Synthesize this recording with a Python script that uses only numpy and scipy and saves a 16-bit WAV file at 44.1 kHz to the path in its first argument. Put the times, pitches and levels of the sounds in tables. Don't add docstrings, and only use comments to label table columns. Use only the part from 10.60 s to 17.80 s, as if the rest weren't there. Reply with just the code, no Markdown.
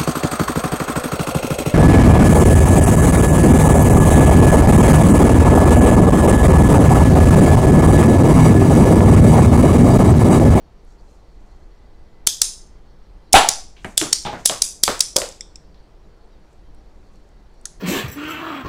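import sys
import numpy as np
from scipy import signal
from scipy.io import wavfile
from scipy.ndimage import uniform_filter1d

SR = 44100
rng = np.random.default_rng(int(sys.argv[2]) if len(sys.argv) > 2 else 0)


def to_linear_factor(level_db):
    exponent = np.asarray(level_db, float) / 20
    return 10 ** exponent


def to_wav(sig):
    pcm = np.clip(np.atleast_2d(sig), -1, 1) * 32767
    pcm = np.round(pcm).astype(np.int16)
    wavfile.write(sys.argv[1], SR, pcm.T)


N = 317520

# (frequency [Hz], density [dB per Hz])
HISS_SPECTRUM = [(12, -31.5), (20, 6), (49, -1.5), (74, -13.5), (222, -17.5), (262, -24.5), (301, -18),
                 (434, -20), (472, -21), (513, -23.5), (873, -26), (1090, -30), (2910, -42), (4540, -42),
                 (16000, -66.5)]
HISS_DB, HISS_PATCH_DB = -43.5, 0.87
# (frequency [Hz], width [Hz], level [dB], swell rate [1/s])
INSECTS = [(2010, 30, -83.5, 0.46), (3160, 160, -88, 9.), (4400, 520, -80.5, 14.), (5635, 270, -85, 17),
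           (7040, 250, -94, 9.2), (8250, 150, -96.5, 7.)]
# (rate [1/s], lowest [Hz], highest [Hz], length [s], level [dB])
CHIRPS = (16, 3950, 4850, .04, -66)
# (frequency [Hz], t60 [s])
ROOM_DECAY = [(150, .33), (700, .32), (1800, .32), (3500, .36), (5300, .4), (8200, .34), (11000, .31),
              (15000, .29)]
# (delay [s], level [dB])
WALL_ECHOES = [(.0031, -17), (.0065, -19), (0.0129, -21.5)]

# (time [s], peak [dB], centre [Hz], t60 [s])
TICKS = [
    (0.249, -56, 10000, 0.0071),
    (3.848, -32, 6020, 0.022),
    (4.393, -17, 7500, 0.0094),
    (4.6893, -21.5, 7050, 0.0076),
    (4.7243, -30, 6000, .008),
    (5.93, -53.5, 7380, 0.017),
    (6.148, -50, 8800, .0045),
    (6.94, -62.5, 8000, .03),
    (7.013, -44.5, 8000, .006),
]
TICK_WIDTH_RATIO, TICK_ROOM_DB = .55, -12.5
# (time [s], peak [dB], brightness [dB per octave])
SETTLES = [
    (4.8081, -19, -0.5),
    (4.9572, -30.5, 2),
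]
# (frequency [Hz], width [Hz], level [dB], t60 [s], room [dB])
TRIGGER_PARTS = [(2220, 770, -14.5, 0.009, -19), (3530, 600, -21, 0.053, -5.5),
                 (5430, 1300, 0.6, 0.0063, -15), (7700, 2000, -6, 0.015, -16)]
# (time [s], peak [dB], brightness [dB per octave])
FLICKS = [
    (7.0545, -18, -0.5),
]
# (frequency [Hz], width [Hz], level [dB], t60 [s], room [dB])
POST_PARTS = [(1510, 650, -19, 0.028, -18.5), (4370, 3000, -12, 0.035, -7.5),
              (6350, 3000, 1.3, 0.018, -15.5), (8000, 2800, -5, 0.015, -15), (9800, 1900, -3, 0.01, -17.5)]
# (middle [s], length [s], level [dB])
RUBS = [(.31, .2, -71), (0.512, 0.19, -68), (0.897, 0.62, -75), (3.29, .25, -58.5), (3.775, .22, -54.5),
        (5.9, .2, -76), (6.5, 0.72, -76.5), (7.021, .25, -81)]
RUB_EDGE_DB = -14.5

# (time [s], blow [dB], room [dB], rebound [dB], brightness [dB per octave])
PULLS = [
    (1.6709, 2.5, -10.5, -10.5, -1.1),
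    (2.7299, 4.5, -5, -30, 0.35),
    (3.3770, 0.8, -7, -24.5, -0.1),
    (3.8572, 4, -10, -10, .6),
    (4.2351, 3.5, -11, -21, -0.7),
    (4.5644, 1, -11, -26, -0.44),
]
PULL_RATTLE_S, PULL_SLIP_S, PULL_SLIP_DB = .018, .0043, -17.5
# (time [s], blow [dB], room [dB], brightness [dB per octave], pitch factor [1])
RETURNS = [
    (1.8169, 2.5, -10.5, 0.7, 0.97),
    (2.8878, 1.5, -11, -1.2, 0.97),
    (3.5287, 2, -10.5, 1.1, 0.91),
    (4.02, 0.04, -9.5, 1.3, 1.01),
    (4.4057, 1.8, -13.5, 0.86, 0.95),
]
RETURN_RATTLE_S, RETURN_SLIP_S, RETURN_SLIP_DB, RETURN_REBOUND_DB = 0.016, 0.0025, -17.5, -34
# (frequency [Hz], width [Hz], level on a pull [dB], level on a return [dB])
FRAME_MODES = [(500, 2100, -29, -32), (2600, 650, -17, -15), (3388, 380, -4.5, -8.5),
               (5022, 1300, -2.5, -0.5), (6413, 950, -1.5, 1), (7670, 880, 1.5, 2), (8800, 2400, -3, -2),
               (9742, 680, 1, 1), (12600, 1200, -18.5, -23), (14500, 580, -21, -23.5)]
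STRIKE_LEAD_S, REBOUND_S = .01, .0165

# (time [s], level [dB], frequency [Hz], t60 [s])
THUMPS = [(1.6709, -29.5, 250, 0.03), (1.8165, -30.5, 500, 0.032), (2.8877, -29.5, 129.4, 0.049),
          (2.7403, -11, 99.6, 0.092), (3.247, -24, 160, 0.21), (3.4151, -24, 160, 0.36),
          (3.652, -24.5, 129, 0.27), (3.73, -25, 160, 0.4), (3.896, -29, 130, 0.3),
          (4.2807, -18, 281, 0.16), (4.562, -28.5, 180, 0.22)]
THUMP_WIDTH_RATIO = 1.8
# (time [s], level [dB], frequency [Hz], t60 [s], roughness [0-1])
BOOMS = [(2.7406, 14.5, 765, 0.06, .12), (3.249, -22, 740, 0.071, 0.8), (3.4147, -14.5, 343, 0.11, .82),
         (3.653, -16.5, 842, 0.36, 0.2), (3.651, -26.5, 3400, .2, .3), (3.665, -17, 435, 0.042, 1),
         (3.729, -19.5, 690, 0.11, 0.9), (3.897, -18.5, 600, .11, .98), (3.92, -20, 1094, .1, .45),
         (3.43, -22, 1237, 0.17, 0.4), (4.2785, -15, 500, 0.15, 0.94), (4.562, -7, 537, .1, 0.3),
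         (4.617, -16, 500, .057, 0.73)]
# (factor on boom frequency [1], level [dB])
BOX_MODES = [(.42, -21), (.8, -14), (.9, -12), (1.0, 5), (1.08, -6), (1.14, -13), (1.42, -12.5),
             (1.75, -11.5), (2.1, -21), (2.6, -22)]
# (time [s], level [dB], length [s])
JOLTS = [
    (2.75, -2.5, 0.018),
    (2.795, -15.5, 0.1),
]
# (time [s], level [dB], centre [Hz], width [Hz], room [dB])
CRACKS = [
    (3.2468, -27.5, 8040, 5020, 0.5),
    (3.4147, -2.5, 2590, 7000, -5.5),
    (3.8971, -2.5, 2800, 5000, -7),
    (4.2792, -0.6, 3600, 8000, -1),
    (4.5859, -6.5, 6800, 4500, -10),
    (4.618, -8, 2780, 5500, -4.5),
]
CRACK_T60_S = .011
# (time [s], level [dB], centre [Hz], t60 [s], room [dB])
FLAPS = [
    (2.75, -1.5, 2930, .12, 2.5),
    (2.751, -10.5, 1303, .1, 5),
    (3.166, -40.5, 2590, .09, 2.5),
    (3.2459, -17, 1700, 0.047, -9),
    (3.65, -23.5, 2900, 0.098, 7),
    (3.65, -34.5, 1500, 0.16, -6.5),
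    (3.728, -29, 1400, 0.022, 8.5),
    (4.2787, -5.5, 1103, .03, -5.3),
    (5.145, -45, 3300, 0.039, 1),
]
FLAP_WIDTH_RATIO = 1.15
MIC_TOP_HZ = 15800


def evened(x):
    return x / np.sqrt(np.mean(x ** 2) + 1e-20)


def read(points, hz):
    f, value = np.transpose(points)
    return np.interp(np.log(hz + 1), np.log(f + 1), value)


def add(mix, start_s, sound):
    part = mix[round(start_s * SR):][:len(sound)]
    part += sound[:len(part)]


def resonate(x, hz, width_hz):
    pole = np.exp((2j * hz - width_hz) * np.pi / SR)
    return 2 * signal.lfilter([1 - abs(pole)], [1, -pole], x).real


def dying(t, t60_s):
    return (t >= 0) * to_linear_factor(-60 * np.maximum(t, 0) / max(t60_s, .002))


def chatter(count, spread_db):
    return evened(rng.standard_normal(count) * to_linear_factor(spread_db * rng.exponential(1, count)))


def click(count, at):
    return 1. * (np.arange(count) == at)


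def slow(rate_hz):
    t = np.arange(0, N, 256) / SR
    wave = sum(np.sin(2 * np.pi * (f * t + rng.random())) for f in rate_hz * np.geomspace(.15, 1, 16))
    return np.interp(np.arange(N) / SR, t, evened(wave))


def room(start_s):
    taps = np.zeros(SR // 2)
    at = np.arange(0, len(taps) - 6, 6)
    taps[at + rng.integers(0, 6, len(at))] = chatter(len(at), .4)
    hz, t, z = signal.stft(taps, SR, nperseg=256)
    decay = to_linear_factor(-60 * t / read(ROOM_DECAY, hz)[:, None])
    tail = signal.istft(z * decay, SR, nperseg=256)[1]
    build_up = np.clip((np.arange(len(tail)) / SR - start_s) / 0.0099, 0, 1)
    return tail * build_up


def place(mix, start_s, near, colour, room_start_s, room_db):
    tail = signal.fftconvolve(colour, room(room_start_s))
    add(mix[0], start_s, near)
    add(mix[1], start_s, to_linear_factor(room_db) * tail * np.linalg.norm(near) / np.linalg.norm(tail))


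def walls(x):
    out = np.zeros(N)
    for delay_s, db in WALL_ECHOES:
        add(out, delay_s, to_linear_factor(db) * x)
    return out


def hiss():
    frames, hz = N // 512 + 5, np.fft.rfftfreq(2048, 1 / SR)
    a, b, patches = rng.standard_normal((frames, 1025, 3)).T
    patches = uniform_filter1d(patches, 20, 0)
    patches = evened(uniform_filter1d(patches, 8, 1))
    z = (a + 1j * b) * to_linear_factor(read(HISS_SPECTRUM, hz)[:, None] + HISS_PATCH_DB * patches)
    noise = signal.istft(z, nperseg=2048, noverlap=1536)[1][:N]
    return to_linear_factor(HISS_DB) * evened(noise)


def insects():
    noise, out = rng.standard_normal(N), np.zeros(N)
    for hz, width_hz, db, rate_hz in INSECTS:
        band = evened(resonate(resonate(noise, hz, width_hz), hz, width_hz))
        swell_db = 5 * np.clip(slow(rate_hz), -2, 2)
        out += band * to_linear_factor(db + swell_db)
    return out


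def chirps():
    per_s, low_hz, high_hz, length_s, db = CHIRPS
    out, count = np.zeros(N), 200
    for wait, pitch, size, long in rng.random((count, 4)):
        t = np.arange(0, length_s * (.5 + long), 1 / SR)
        hz = low_hz + pitch * (high_hz - low_hz)
        glide = 1 + (size - long) * t
        tone = np.sin(2 * np.pi * hz * t * glide) * np.hanning(len(t))
        add(out, wait * count / per_s, to_linear_factor(db - 12 * size) * tone)
    return out


def contacts(rows, spread_db, knock, room_start_s):
    out, t = np.zeros((2, N)), np.arange(5000) / SR
    for s, db, hz, width_hz, t60_s, room_db in rows:
        def ring(x):
            for _ in range(3):
                x = resonate(x, hz, width_hz)
            return x

        first = click(len(t), 0)
        hit = ring(chatter(len(t), spread_db) * dying(t, t60_s) + knock * first)
        place(out, s, hit * to_linear_factor(db) / abs(hit).max(), ring(first), room_start_s, room_db)
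    return out


def metal():
    rows = [(s, db, hz, TICK_WIDTH_RATIO * hz, t60_s, TICK_ROOM_DB) for s, db, hz, t60_s in TICKS]
    for knocks, parts in [(SETTLES, TRIGGER_PARTS), (FLICKS, POST_PARTS)]:
        for s, db, tilt_db in knocks:
            for hz, width_hz, part_db, t60_s, room_db in parts:
                peak_db = db + part_db + tilt_db * np.log2(hz / 5000)
                rows.append((s, peak_db, hz, width_hz, t60_s, room_db))
    return contacts(rows, 1.2, 0.074, .008)


def rubbing():
    t, strokes = np.arange(N) / SR, np.zeros(N)
    for middle_s, length_s, db in RUBS:
        strokes += to_linear_factor(db + RUB_EDGE_DB * (2 * (t - middle_s) / length_s) ** 2)
    rub = evened(resonate(resonate(chatter(N, 2.6), 6500, 3620), 6500, 3100))
    return rub * strokes * to_linear_factor(1.9 * slow(25))


def frame(column, tilt_db, pitch):
    modes = []
    for row in FRAME_MODES:
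        db = row[column] + tilt_db * np.log2(row[0] / 5000)
        modes.append((row[0] * pitch, row[1], db))
    return modes


def strike(mix, s, modes, blow_db, rebound_db, rattle_s, slip_s, slip_db, room_db):
    t = np.arange(2600) / SR - STRIKE_LEAD_S
    slip = to_linear_factor(slip_db) * (t > -slip_s) * (t < 0) * (1 + .5 * t / slip_s)
    blow = to_linear_factor(blow_db) * dying(t, rattle_s)
    rebound = to_linear_factor(rebound_db) * dying(t - REBOUND_S, 0.0036)
    knocks = chatter(len(t), 1.5)

    def ring(x):
        out = 0
        for k, (hz, width_hz, db) in enumerate(modes):
            out = out + (-1) ** k * to_linear_factor(db) * resonate(x, hz, width_hz)
        return out

    near = ring(knocks * (slip + blow + rebound)) / np.std(ring(knocks))
    seating = click(len(t), round(STRIKE_LEAD_S * SR)) + .07 * knocks * dying(t, .01)
    place(mix, s - STRIKE_LEAD_S, near, ring(seating), .009, room_db)


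def trigger():
    out = np.zeros((2, N))
    for s, blow_db, room_db, rebound_db, tilt_db in PULLS:
        strike(out, s, frame(2, tilt_db, 1), blow_db, rebound_db,
               PULL_RATTLE_S, PULL_SLIP_S, PULL_SLIP_DB, room_db)
    for s, blow_db, room_db, tilt_db, pitch in RETURNS:
        strike(out, s, frame(3, tilt_db, pitch), blow_db, RETURN_REBOUND_DB,
               RETURN_RATTLE_S, RETURN_SLIP_S, RETURN_SLIP_DB, room_db)
    return out


def thumps():
    out, t = np.zeros(N), np.arange(12000) / SR
    for s, db, hz, t60_s in THUMPS:
        width_hz = THUMP_WIDTH_RATIO * hz
        shudder = rng.standard_normal(len(t)) * dying(t, t60_s)
        thump = resonate(resonate(shudder, hz, width_hz), hz, width_hz)
        add(out, s, to_linear_factor(db) * thump / abs(thump).max())
    return out


def booms():
    out, t = np.zeros((2, N)), np.arange(12000) / SR
    for s, db, hz, t60_s, rough in BOOMS:
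        detune = 1 + 0.028 * rng.standard_normal(len(BOX_MODES))
        rough = np.clip(rough, 0, 1)
        width_ratio = 0.094 + 0.2 * rough ** 2

        def body(x):
            modes = sum(to_linear_factor(g) * resonate(x, hz * k, width_ratio * hz * k) for k, g in BOX_MODES)
            return resonate(modes, hz, 2500)

        clean = np.zeros(len(t))
        for (k, mode_db), d in zip(BOX_MODES, detune):
            clean += to_linear_factor(mode_db) * np.sin(2 * np.pi * hz * k * d * t) * dying(t, t60_s)
        shaken = body(rng.standard_normal(len(t)) * dying(t, t60_s) * np.minimum(t / 0.0011, 1))
        boom = (1 - rough) * clean / abs(clean).max() + rough * shaken / abs(shaken).max()
        place(out, s, to_linear_factor(db) * boom, body(click(len(t), 0)), 0.0056, -3.5)
    return out


def rubber():
    cracks = [(s, db, hz, width_hz, CRACK_T60_S, room_db) for s, db, hz, width_hz, room_db in CRACKS]
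    flaps = [(s, db, hz, FLAP_WIDTH_RATIO * hz, t60_s, room_db) for s, db, hz, t60_s, room_db in FLAPS]
    return contacts(cracks + flaps, 2.2, 7.9, 0.004)


def jolt():
    out = np.zeros(N)
    for s, db, length_s in JOLTS:
        u = np.arange(SR) / SR / length_s
        add(out, s, to_linear_factor(db) * np.e * u * (1 - u) * np.exp(-u * 2))
    return out


def scene():
    near, wet = metal() + trigger() + booms() + rubber()
    background = hiss() + insects() + chirps() + rubbing()
    return (near + walls(near) + wet + thumps() + jolt() + background)[None]


def top_cut(x):
    return signal.sosfilt(signal.butter(12, 16380, fs=SR, output="sos"), x)


def record(dry):
    heard = dry + to_linear_factor(-84.5) * rng.standard_normal(dry.shape)
    mic_edge = signal.cheby2(12, 50, MIC_TOP_HZ * 1.04, fs=SR, output="sos")
    heard = signal.sosfilt(mic_edge, heard)
    clipped = np.clip(heard, -.95, .95)
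    roll_off = signal.cheby2(8, 30, 16800, fs=SR, output="sos")
    return top_cut(signal.sosfilt(roll_off, clipped))


dry = scene()
out = record(dry)
to_wav(out)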